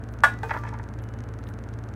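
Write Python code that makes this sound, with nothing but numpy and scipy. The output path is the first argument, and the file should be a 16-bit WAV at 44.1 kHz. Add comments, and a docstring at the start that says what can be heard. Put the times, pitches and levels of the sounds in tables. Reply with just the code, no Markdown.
"""Small kitchen, close up. Throughout: appliance hum, faint stereo background noise, interference ticks.
After one faint crinkle, a nut splits in a steel hand cracker; the jaws ring with one sharp clink.
A hand reaches into a plastic bag for the next nut: a light tap on metal, then shells knock
together, setting off a faint metal ring, and the film crinkles.
The nut brushes the open jaws, which ring faintly. A few last crinkles follow."""
import sys
import numpy as np
from scipy import signal
from scipy.fft import rfft, irfft
from scipy.io import wavfile

SR = 44100
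rng = np.random.default_rng(int(sys.argv[2]) if len(sys.argv) > 2 else 0)


def bounce(signal):
    """Save signal as a 16-bit WAV file at the path given by the first command-line argument."""
    frames = np.transpose(np.atleast_2d(signal))
    limited = np.clip(frames, -1, 1)
    pcm = np.round(limited * 32767).astype(np.int16)
    wavfile.write(sys.argv[1], SR, pcm)


N = 85995
TIME_S = np.arange(N) / SR
FREQ_HZ = np.fft.rfftfreq(N, 1 / SR)

# motor tones (frequency [Hz], rms level [dB])
HUM_TONES = [(59.2, -41.5), (91.5, -43.5), (113.0, -38), (226.1, -52.5), (296.1, -53.5), (366.1, -58.5),
             (441.4, -54)]
# moving air (frequency [Hz], relative density [dB])
AIR_SPECTRUM = [(15, -34), (25, -24.5), (114, -1.5), (137, -12), (161, -10.5), (223, -7.5), (373, -16),
                (439, -18.5), (503, -17), (988, -23), (1520, -22.5), (3160, -47.5), (6210, -57),
                (6920, -55.5), (16000, -60.5)]
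# stereo background noise (frequency [Hz], relative density [dB])
SIDE_SPECTRUM = [(35, -81), (60, -40), (330, -14.5), (363, 1.5), (785, -27), (968, -13.5), (1660, -56),
                 (2410, -20), (3270, -37), (16000, -36)]
# one interference tick (frequency [Hz], gain [dB])
TICK_SPECTRUM = [(300, -17), (1700, -19), (3300, -26.5), (5000, -28), (6400, -21), (7200, -34.5),
                 (9700, -35), (10600, -55), (15500, -51)]
# bag and glove crinkles (time [s], level [dB], length [s], centre [Hz])
CRINKLES = [(0.126, -68, 0.02, 12000), (0.498, -60, 0.017, 4870), (0.539, -64, 0.019, 5940),
            (0.58, -66, 0.014, 12000), (0.666, -72, .006, 5500), (0.683, -62, .008, 5460),
            (0.69, -52.5, 0.0045, 5100), (0.832, -58.5, 0.0028, 5960), (0.998, -62, 0.013, 2300),
            (0.456, -67, .015, 11000), (1.029, -66.5, 0.023, 12000), (1.432, -61, 0.0068, 3230),
            (1.472, -52.5, 0.006, 2500), (1.49, -66, .03, 10900), (1.734, -64, 0.0095, 3640)]
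# steel cracker (frequency [Hz], relative level [dB], t60 [s])
STEEL_MODES = [(630, -22, .11), (888, -10, .05), (1163, -9.5, .07), (1446, -9.5, .165), (1668, -14, .11),
               (1740, -10, .072), (1970, -44, .9), (2038, -25, .1), (1071, -28, .2), (3365, -26, .075),
               (3795, -48, .28), (4295, -41, .13), (5515, -43, .15), (8430, -42, .07)]
# splitting shell (frequency [Hz], relative density [dB])
SHELL_SPECTRUM = [(150, -43), (400, -29), (600, 0), (950, -2), (1750, -1.5), (2200, -12), (2800, -14.5),
                  (4500, -27), (8300, -26), (11000, -35), (16000, -39)]
# click of the tap (frequency [Hz], relative density [dB])
CLICK_SPECTRUM = [(300, 2), (1000, 9.5), (2500, -5), (6000, -17), (9000, -42), (16000, -43)]
# tapped metal (frequency [Hz], relative level [dB], t60 [s])
TAP_MODES = [(454.4, -38.5, 0.5), (812, -32, 0.11), (902, -30.5, .13), (1200, -42.5, 0.27),
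             (1540, -35, 0.087), (2487, -50, 0.42)]
# nut on nut (time [s], level [dB], rattle t60 [s], tilt [dB/octave])
KNOCKS = [(.494, -33.5, 0.033, 4), (.5072, -22, 0.052, -0.5), (0.5362, -30.5, 0.096, 1.5),
          (.543, -29, 0.059, -4.5), (.5645, -30, 0.028, -5), (.573, -37, 0.05, 6), (.6355, -36, 0.036, -3),
          (.650, -35.5, 0.074, 1), (.667, -38, 0.18, 5), (.725, -37, 0.091, -8), (0.74, -39, 0.075, 2),
          (.752, -44, 0.041, 0.5), (.773, -55, .03, -2), (.795, -38, 0.13, -1.5)]
# heap of shells; last row, a faint metal ring (frequency [Hz], relative level [dB], t60 [s])
KNOCK_MODES = [(627, -7.5, 0.014), (860, -3.5, 0.033), (964, -2.5, .04), (1378, -2.5, 0.022),
               (1743, -3.5, 0.019), (1976, -11, 0.031), (2183, -14, 0.021), (2540, -14, 0.015),
               (3240, -17.5, 0.005), (5400, -20.5, 0.0018), (1177, -25, 0.6)]
# open jaws (frequency [Hz], level [dB], t60 [s])
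OPEN_JAW_MODES = [(2950, -68.5, 1.9), (11050, -77, .4)]
# kitchen reverberation (frequency [Hz], t60 [s])
ROOM_DECAY = [(300, 0.28), (1400, 0.19), (3000, 0.26), (8000, 0.22), (15000, .24)]

CRACK_S = .2358


def amp(db):
    """Decibels to gain."""
    return 10 ** (np.asarray(db) / 20)


def unit(x):
    """Scale to rms 1."""
    return x / np.sqrt(np.mean(x ** 2) + 1e-20)


def lookup(table, hz):
    """Interpolate over log frequency."""
    table_hz, values = np.transpose(table)
    return np.interp(np.log(hz + 1), np.log(table_hz + 1), values)


def noise(spectrum):
    """Steady shaped noise, rms 1."""
    return unit(irfft(rfft(rng.standard_normal(N)) * amp(lookup(spectrum, FREQ_HZ)), N))


def wander(rate_hz):
    """Slow random motion, rms 1."""
    return unit(irfft(rfft(rng.standard_normal(N)) * np.exp(-(FREQ_HZ / rate_hz) ** 2), N))


def decay(start_s, t60_s):
    """Step to 1, then exponential fall."""
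    return (TIME_S >= start_s) * np.exp(-np.log(1000) * np.maximum(TIME_S - start_s, 0) / t60_s)


def ring(modes, start_s):
    """Damped modes struck together, signs alternating."""
    return sum((-1) ** k * amp(db) * decay(start_s, t60_s) * np.sin(2 * np.pi * hz * (TIME_S - start_s))
               for k, (hz, db, t60_s) in enumerate(modes))


def appliance(waver_depth=.11, drift_hz=.42, air_db=-41):
    """Wavering motor tones over moving air."""
    hum = np.zeros(N)
    for hz, db in HUM_TONES:
        rms = amp(db) * (1 + waver_depth * wander(rate_hz=7.8))
        cycles = rng.random() + np.cumsum(hz + drift_hz * wander(rate_hz=2.8)) / SR
        hum += np.sqrt(2) * rms * np.sin(2 * np.pi * cycles)
    return hum + amp(air_db) * noise(AIR_SPECTRUM)


def stereo_noise(level_db=-68):
    """Faint steady background noise."""
    return amp(level_db) * noise(SIDE_SPECTRUM)


def interference(fast_period_s=.05, slow_period_s=1, fft_size=512):
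    """Identical electrical ticks in two regular trains."""
    times_s = np.r_[np.arange(.0393, N / SR, fast_period_s), np.arange(.2057, N / SR, slow_period_s)]
    train = np.bincount((times_s * SR).astype(int), minlength=N)
    log_gain = np.log(amp(lookup(TICK_SPECTRUM, abs(np.fft.fftfreq(fft_size, 1 / SR)))))
    tick = np.fft.ifft(np.exp(np.conj(signal.hilbert(log_gain)))).real  # minimum phase
    return signal.fftconvolve(train, tick[:fft_size // 2])[:N]


def crinkle(time_s, db, length_s, centre_hz, width_octaves=.54, grain_db=6):
    """A swell of tiny snaps in thin film."""
    snaps = rng.standard_normal(N) * amp(grain_db * np.minimum(rng.exponential(1, N), 4))
    octaves = np.log2((FREQ_HZ + 1) / centre_hz)
    film = unit(irfft(rfft(snaps) * np.exp(-.5 * (octaves / width_octaves) ** 2), N))
    return amp(db) * film * np.exp(-2 * ((TIME_S - time_s) / length_s) ** 2)


def bag():
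    """Single crinkles, a soft rustle and the swish of a glove sliding on film."""
    crinkles = sum(crinkle(*row) for row in CRINKLES)
    rustle = crinkle(time_s=.54, db=-65.5, length_s=.26, centre_hz=4840)
    swish = crinkle(time_s=.53, db=-66, length_s=.13, centre_hz=12000)
    return crinkles + rustle + swish


def cracker(gain_db=1, rise_s=.00076):
    """Steel jaws ring as the shell gives way."""
    rise = np.clip((TIME_S - CRACK_S) / rise_s, 0, 1)
    return amp(gain_db) * ring(STEEL_MODES, CRACK_S) * rise


def shell(level_db=-15.5, rise_s=.00058, hold_s=.007, t60_s=.081):
    """The shell splits in one dense noise burst."""
    rise = np.clip((TIME_S - CRACK_S) / rise_s, 0, 1)
    fall = np.exp(-np.log(1000) * np.maximum(TIME_S - CRACK_S - hold_s, 0) / t60_s)
    return amp(level_db) * noise(SHELL_SPECTRUM) * rise * fall


def tap(start_s=.4318, click_db=-27.5, scrape_db=-36, ring_gain_db=3.5):
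    """Light tap on metal: click, short scrape, thin ring."""
    click = amp(click_db) * noise(CLICK_SPECTRUM) * decay(start_s, t60_s=.017)
    scrape = amp(scrape_db) * noise(SHELL_SPECTRUM) * decay(start_s, t60_s=.14)
    return click + scrape + amp(ring_gain_db) * ring(TAP_MODES, start_s)


def nuts(rattle_per_s=1600, rattle_gain=.71):
    """Per knock, one contact and a dying rattle excite the heap of shells and a faint metal ring."""
    octaves = np.log2(np.clip(FREQ_HZ, 500, 5000) / 1200)
    response = rfft(ring(KNOCK_MODES, 0))
    knocks = np.zeros(N)
    for start_s, db, t60_s, tilt_db_per_octave in KNOCKS:
        rattle = rng.standard_normal(N) * (rng.random(N) < rattle_per_s / SR)
        contacts = rattle_gain * rattle * decay(start_s, t60_s)
        contacts[round(start_s * SR)] += 1
        knock = irfft(rfft(contacts) * response * amp(tilt_db_per_octave * octaves), N)
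        knocks += amp(db) * unit(knock) * np.sqrt(.01 * SR / N)  # energy of 10 ms at this level
    return knocks


def jaw_brush(start_s=1.02):
    """The next nut brushes the open jaws; they ring faintly."""
    return ring(OPEN_JAW_MODES, start_s)


def kitchen(send, delay_s=.0059, fft_size=256):
    """Short diffuse tail, decay time set per band."""
    hz, age_s, bands = signal.stft(rng.standard_normal(SR // 2), SR, nperseg=fft_size)
    fall = np.exp(-np.log(1000) * age_s / lookup(ROOM_DECAY, hz)[:, None])
    _, tail = signal.istft(bands * fall, SR, nperseg=fft_size)
    tail *= np.clip(np.arange(len(tail)) / SR / delay_s - 1, 0, 1)
    return signal.fftconvolve(send, tail / np.linalg.norm(tail))[:N]


def scene(handling_send_db=-12, shell_send_db=-9):
    """All centred; only the faint background noise has width."""
    handling = cracker() + tap() + nuts() + bag() + jaw_brush()
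    split = shell()
    send = amp(handling_send_db) * handling + amp(shell_send_db) * split
    mid = handling + split + kitchen(send) + appliance() + interference()
    side = stereo_noise()
    return np.array([mid + side, mid - side])


def record(dry, cutoff_hz=15950):
    """Soft clip, then low-pass."""
    rounded = dry / (1 + dry ** 12) ** (1 / 12)
    lowpass = signal.firwin(511, cutoff_hz, window=("kaiser", 9), fs=SR)
    return signal.oaconvolve(rounded, lowpass[None], "same")


dry = scene()
out = record(dry)
bounce(out)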